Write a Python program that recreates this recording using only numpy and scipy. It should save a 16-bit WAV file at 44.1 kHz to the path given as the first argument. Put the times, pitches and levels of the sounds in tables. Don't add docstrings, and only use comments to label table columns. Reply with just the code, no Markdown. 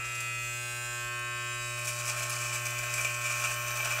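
import sys
import numpy as np
from scipy import signal
from scipy.fft import rfft, irfft
from scipy.io import wavfile
from scipy.ndimage import map_coordinates

SR = 44100
rng = np.random.default_rng(int(sys.argv[2]) if len(sys.argv) > 2 else 0)


def unload_audio(sound):
    columns = np.transpose(np.atleast_2d(sound))
    steps = np.round(np.clip(columns, -1, 1) * 32767)
    wavfile.write(sys.argv[1], SR, steps.astype(np.int16))


N = 176400
STROKE_HZ = 119.958

# harmonic, level_db
TONE_IN_FRONT = [(1, -6), (2, -36), (3, -19), (4, -23), (5, -18), (6, -26), (7, -31), (8, -23.5), (9, -35),
                 (10, -19.5), (11, -5), (12, -18), (13, -18), (14, -13.5), (15, -15), (16, -11), (17, -6),
                 (18, -19), (19, -16), (20, -6), (21, 0.5), (22, -14), (23, -2.5), (24, -21), (25, -18)]
TONE_AT_CHIN = [(1, -1), (2, -32), (3, -14.5), (4, -20), (5, -12), (6, -18.5), (7, -16), (8, -21.5),
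                (9, -10.5), (10, -14), (11, -5), (12, -24), (13, -1), (14, -10), (15, -9.5), (16, -21),
                (17, -8.5), (18, -8), (19, -10.5), (20, -9.5), (21, 0.5), (22, -11), (23, -2.5), (24, -16),
                (25, -17)]
TONE_AT_CHEEK = [(1, -3), (2, -36), (3, -12.5), (4, -23), (5, -12), (6, -21.5), (7, -27), (8, -27),
                 (9, -4.5), (10, -13.5), (11, -6), (12, -19), (13, -2.5), (14, -16.5), (15, -6.5),
                 (16, -19.5), (17, -8.5), (18, -14), (19, -11), (20, -11), (21, 1), (22, -11), (23, -9.5),
                 (24, -17), (25, -7)]
TONE_IN_BEARD = [(1, 0), (2, -17), (3, -16.5), (4, -25.5), (5, -4.5), (6, -21), (7, -19), (8, -22),
                 (9, -2.5), (10, -13.5), (11, -8), (12, -13.5), (13, -7.5), (14, -28.5), (15, -7.5),
                 (16, -19), (17, -14.5), (18, -50), (19, -8), (20, -3.5), (21, -3.5), (22, -9.5),
                 (23, -12.5), (24, -38), (25, -8)]
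TONE_GAINS = [-42, -44, -43, -44.5]
# time_s, place (0 in front, 1 chin, 2 cheek, 3 beard)
HAND_PATH = [(0, 0.11), (.42, 0), (.65, 1), (.85, 1), (1.15, 2), (1.55, 2), (1.95, 3), (2.6, 2.5), (4, 3)]
# time_s, level_db
HUM_RIDE = [(0.03, -47.5), (0.39, -45), (1.25, -47), (1.82, -43.5), (2.69, -42.5), (3.17, -44),
            (3.95, -43.5)]
# time_s, gain_db
MID_RIDE = [(0, 2.5), (.3, 1.5), (.62, -1.5), (.95, 2), (1.3, 2.5), (1.7, 0), (2.0, -0.5), (2.4, 2),
            (2.8, 0), (3.3, 3), (3.7, 3.5), (4, 0.5)]
HIGH_RIDE = [(0, 0), (.3, 1.5), (.6, -0.5), (.95, -3), (1.3, 0), (1.8, 1), (2.3, -3), (2.9, 2.5), (3.4, 2),
             (4, -0.5)]
MID_FROM_HZ, HIGH_FROM_HZ = 900, 1900


def armature_buzz(hop=100):
    place, mids, highs = (curve(rows)[0][::hop] for rows in (HAND_PATH, MID_RIDE, HIGH_RIDE))
    load = unit(amp(curve(CUTTING_RIDE)[0][::hop]))
    tones = (TONE_IN_FRONT, TONE_AT_CHIN, TONE_AT_CHEEK, TONE_IN_BEARD)
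    gains = np.array([amp(np.array(rows)[:, 1] + db) for rows, db in zip(tones, TONE_GAINS)])
    swing, samples = np.exp(2j * np.pi * strokes()), np.arange(N)
    steps, top = len(place), gains.shape[1]
    out = amp(curve(HUM_RIDE)[0]) * swing.imag
    for k in range(3, top + 1):
        hz, height = k * STROKE_HZ, k / top
        swell_db = highs if hz > HIGH_FROM_HZ else mids if hz > MID_FROM_HZ else 0
        drift_db = 1.45 * np.sqrt(height) * wander(steps, hz=2.82)
        shake_db = 1.5 * height * load * wander(steps, hz=24.91)
        level = np.interp(place, range(4), gains[:, k - 1]) * amp(swell_db + drift_db + shake_db)
        phase_turns = rng.random() + 0.22 * height * wander(steps, hz=1.478)
        envelope = np.interp(samples, samples[::hop], level * np.exp(2j * np.pi * phase_turns))
        out += (envelope * swing ** k).imag
    return np.sqrt(2) * out


# time_s, rasp_db, ring_db, crackle_db
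CUTTING_RIDE = [(0, -51, -54, -47.5), (.25, -54.5, -53, -53), (.5, -65, -66, -51), (1.05, -62, -60, -54.5),
                (1.68, -63, -51, -50), (1.85, -49.5, -47, -43.5), (2.0, -48.5, -50, -39.5),
                (2.2, -42, -44, -45.5), (2.4, -45.5, -38.5, -39), (2.62, -48.5, -44.5, -46),
                (2.85, -46, -42.5, -43.5), (3.0, -45.5, -46, -41), (3.2, -49.5, -49, -42.5),
                (3.3, -44, -38.5, -42), (3.47, -40.5, -49, -39), (3.58, -47.5, -42, -45.5),
                (3.72, -44, -41.5, -43.5), (3.85, -39, -49, -42.5), (4, -37, -38, -43)]
# start_s, length_s, crackle_db, ring_db, fizz_db
TUFT_HITS = [(0.146, 0.0098, -40, -55, -46), (0.201, 0.01, -37.5, -55, -43), (1.188, 0.0085, -41, -58, -50),
             (1.768, 0.03, -48, -42, -49), (1.845, .015, -37, -57, -44), (1.869, 0.026, -35, -36, -41),
             (1.995, 0.019, -39.5, -37.5, -53), (2.05, 0.024, -39, -53, -44),
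             (2.073, 0.032, -33, -33.5, -54), (2.161, 0.047, -40, -38.5, -47),
             (2.219, 0.022, -36.5, -36.5, -47), (2.293, 0.013, -35, -49, -37.5),
             (2.313, 0.027, -37.5, -54, -58), (2.415, 0.047, -47, -39.5, -52), (2.479, .01, -37, -43, -52),
             (2.521, 0.045, -36.5, -36, -55), (2.65, .02, -34, -37, -45), (2.701, 0.013, -43, -52, -47),
             (2.778, 0.015, -38.5, -39, -54), (2.828, .012, -47, -43, -48),
             (2.935, 0.0098, -30.5, -38, -49), (2.972, 0.028, -39, -35, -46),
             (3.004, 0.012, -33.5, -44, -42), (3.045, 0.009, -33, -25, -58), (3.139, 0.0089, -37, -49, -55),
             (3.238, 0.034, -38, -35.5, -48), (3.296, 0.032, -37, -38, -53),
             (3.393, 0.037, -46, -36.5, -48), (3.436, 0.017, -36, -28.5, -52),
             (3.499, 0.022, -36, -33.5, -56), (3.673, .015, -38, -37.5, -49),
             (3.756, 0.025, -39, -34.5, -62), (3.798, 0.0089, -43, -28, -56), (3.844, 0.016, -34, -29, -59),
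             (3.898, 0.034, -38.5, -31.5, -61), (3.964, .012, -44, -34.5, -58)]
# time_s, level_db
SIZZLE_RIDE = [(0, -75), (2.4, -59), (2.65, -48.5), (3.2, -51), (3.6, -44), (4, -44)]
# freq_hz, gain_db
RASP_EQ = [(150, -38.5), (400, -19), (455, -5), (540, -13), (660, 2.5), (770, -10), (870, -5.5),
           (1020, -9.5), (1160, 2), (1500, 3.5), (1800, -2.5), (2150, -6), (3000, -7.5), (4000, -12),
           (8000, -37.5)]
CASE_EQ = [(500, -45.5), (2050, -22.5), (2220, -23), (2320, 3.5), (2460, 4), (2590, -1.5), (2670, -6),
           (2830, -8.5), (3100, -17.5), (6000, -46.5)]
CRACKLE_EQ = [(300, -37), (2500, -9), (3900, -11.5), (4700, -5), (5300, -0.5), (7600, 2.5), (8600, -2),
              (9800, -10), (11800, -13), (13500, -15), (15700, -16.5)]
FIZZ_EQ = [(1000, -40), (6000, -12), (8500, 3), (11300, 8), (13000, -3), (15700, -7)]
SIZZLE_EQ = [(3000, -40), (5500, -14), (6100, 3.5), (6600, -30), (8600, -33), (9050, -2), (9500, -29),
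             (12900, -8), (13300, -13), (13600, -15), (14000, -2), (14400, -18), (15700, -17)]


def cutting(attack_s=0.0049, release_s=0.002):
    t, tufts = np.arange(SR // 8) / SR, np.zeros((3, N + SR))
    for start_s, length_s, *levels_db in TUFT_HITS:
        burst = np.minimum(t / attack_s, 1) * np.exp(-np.maximum(t - length_s, 0) / release_s)
        at = round(start_s * SR)
        tufts[:, at:at + len(t)] += amp(levels_db)[:, None] * burst
    tuft_crackle, tuft_ring, tuft_fizz = tufts[:, :N]
    rasp, ring, crackle = amp(curve(CUTTING_RIDE))
    blades = snips(rasp, RASP_EQ, amp(-8.5) * tuft_ring, stroke_spread_db=2.5)
    blades += snips(crackle, CRACKLE_EQ, tuft_crackle, stroke_spread_db=2)
    blades += snips(tuft_fizz, FIZZ_EQ)
    blades += snips(amp(curve(SIZZLE_RIDE)[0]), SIZZLE_EQ)
    case = snips(ring, CASE_EQ, tuft_ring, stroke_spread_db=1.5)
    blades, case = np.pad([blades, case], ((0, 0), (0, SR // 2)))
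    return (bathroom(blades, wet_db=-2) + bathroom(case, wet_db=2))[:N]


def snips(level, eq, tuft=0, stroke_spread_db=0, clicks_per_s=9000, click_spread_db=2.5):
    turns = strokes() - 0.56 + 1
    closing = 0.53 + np.exp(-(turns % 1) / 0.38)
    strength = unit(amp(stroke_spread_db * rng.standard_normal(1024)))[turns.astype(int)]
    clicks = (rng.random(N) < clicks_per_s / SR) * rng.choice([-1, 1], N)
    clicks = clicks * amp(click_spread_db * rng.standard_normal(N))
    return colour(np.hypot(level * strength, tuft) * unit(clicks * closing), eq)


# freq_hz, gain_db
TICK_EQ = [(200, -49), (2700, -34.5), (3150, 1.5), (4200, -4.5), (5600, -5.5), (6600, -3.5), (7200, 4),
           (8000, 3), (8800, -4), (10000, -10.5), (13700, -10.5), (15700, -19)]
# time_s, level_db
TICK_RIDE = [(0, -46), (.45, -42.5), (.8, -41.5), (1, -43), (1.25, -46.5), (1.6, -43), (2, -48), (3, -46),
             (4, -49.5)]


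def blade_ticks(jitter_s=6e-6, spread_db=1.3, spots=11):
    train, window = np.zeros(N), np.arange(-16, 17)
    cycles = np.arange(round(STROKE_HZ * N / SR))[:, None]
    for phase_turns, db in ((0.55, 0), (0.93, -3.5)):
        at = (cycles + phase_turns) * SR / STROKE_HZ + jitter_s * SR * rng.standard_normal(cycles.shape)
        index = at.astype(int) + window
        strength = amp(db + spread_db * rng.standard_normal(at.shape))
        train[index % N] += strength * np.sinc(index - at) * np.hanning(len(window))
    train = colour(train, TICK_EQ)
    position, out = np.linspace(0, spots - 1, N), np.zeros(N)
    for spot in range(spots):
        crossfade = np.sqrt(np.maximum(1 - abs(position - spot), 0))
        out += crossfade * unit(bathroom(train, wet_db=4.5))
    return amp(curve(TICK_RIDE)[0]) * unit(near_echoes(out))


# delay_ms, gain_db
NEAR_SURFACES = [(0.698, -5), (1.298, -10), (2.1, -2.5), (2.999, -4.5)]


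def near_echoes(x, sway_ms=0.097):
    samples, out = np.arange(N), x.copy()
    for delay_ms, db in NEAR_SURFACES:
        sway = np.interp(samples, np.linspace(0, N, 1000), wander(1000, hz=2.194))
        lag = (delay_ms + sway_ms * sway) * SR / 1000
        out += amp(db) * np.interp(samples - lag, samples, x)
    return out


def bathroom(x, wet_db, low_t60_s=0.2, high_t60_s=0.34, split_hz=3900):
    t, hz = np.arange(SR // 3) / SR, np.fft.rfftfreq(SR // 3, 1 / SR)
    noise = rng.standard_normal(len(t))
    low = irfft(rfft(noise) / (1 + (hz / split_hz) ** 2), len(t))
    tail = low * amp(-60 * t / low_t60_s) + (noise - low) * amp(-60 * t / high_t60_s)
    tail *= t > 0.002
    taps = amp(wet_db) * tail / np.linalg.norm(tail)
    taps[0] = 1
    return irfft(rfft(x) * rfft(taps / np.linalg.norm(taps), len(x)), len(x))


# freq_hz, gain_db
ROOM_TONE_EQ = [(20, -32), (32, -18), (42, 1), (60, -2), (72, -12), (130, -10), (210, -16.5), (500, -22),
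                (1500, -24), (5000, -26.5), (15000, -50)]


def room_tone(level_db=-58.5):
    gain = eq_gain(ROOM_TONE_EQ, np.fft.rfftfreq(N, 1 / SR))
    return amp(level_db) * unit(irfft(rfft(rng.standard_normal(N)) * gain, N))


def strokes():
    return STROKE_HZ * np.arange(N) / SR


def amp(db):
    return 10 ** (np.asarray(db) / 20)


def unit(x):
    return x / np.sqrt(np.mean(x ** 2) + 1e-20)


def curve(rows):
    time_s, *columns = np.transpose(rows)
    return [np.interp(np.arange(N) / SR, time_s, column) for column in columns]


def eq_gain(eq, hz):
    freq_hz, gain_db = np.transpose(eq)
    return amp(np.interp(np.log(hz + 1), np.log(freq_hz + 1), gain_db))


def colour(x, eq, size=4096):
    log_gain = np.log(eq_gain(eq, abs(np.fft.fftfreq(size, 1 / SR))))
    taps = np.fft.ifft(np.exp(signal.hilbert(log_gain).conj())).real[:size // 2]
    return signal.oaconvolve(x, taps / np.linalg.norm(taps))[:len(x)]


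def wander(steps, hz):
    positions = np.linspace(0, hz * N / SR, steps)
    return map_coordinates(rng.standard_normal(512), [positions], order=3, mode="mirror")


def scene():
    return (armature_buzz() + blade_ticks() + cutting() + room_tone())[None]


def record(dry):
    high_cut = signal.firwin(711, 15720, window=("kaiser", 9), fs=SR)
    return signal.oaconvolve(dry, high_cut[None], "same")


dry = scene()
out = record(dry)
unload_audio(out)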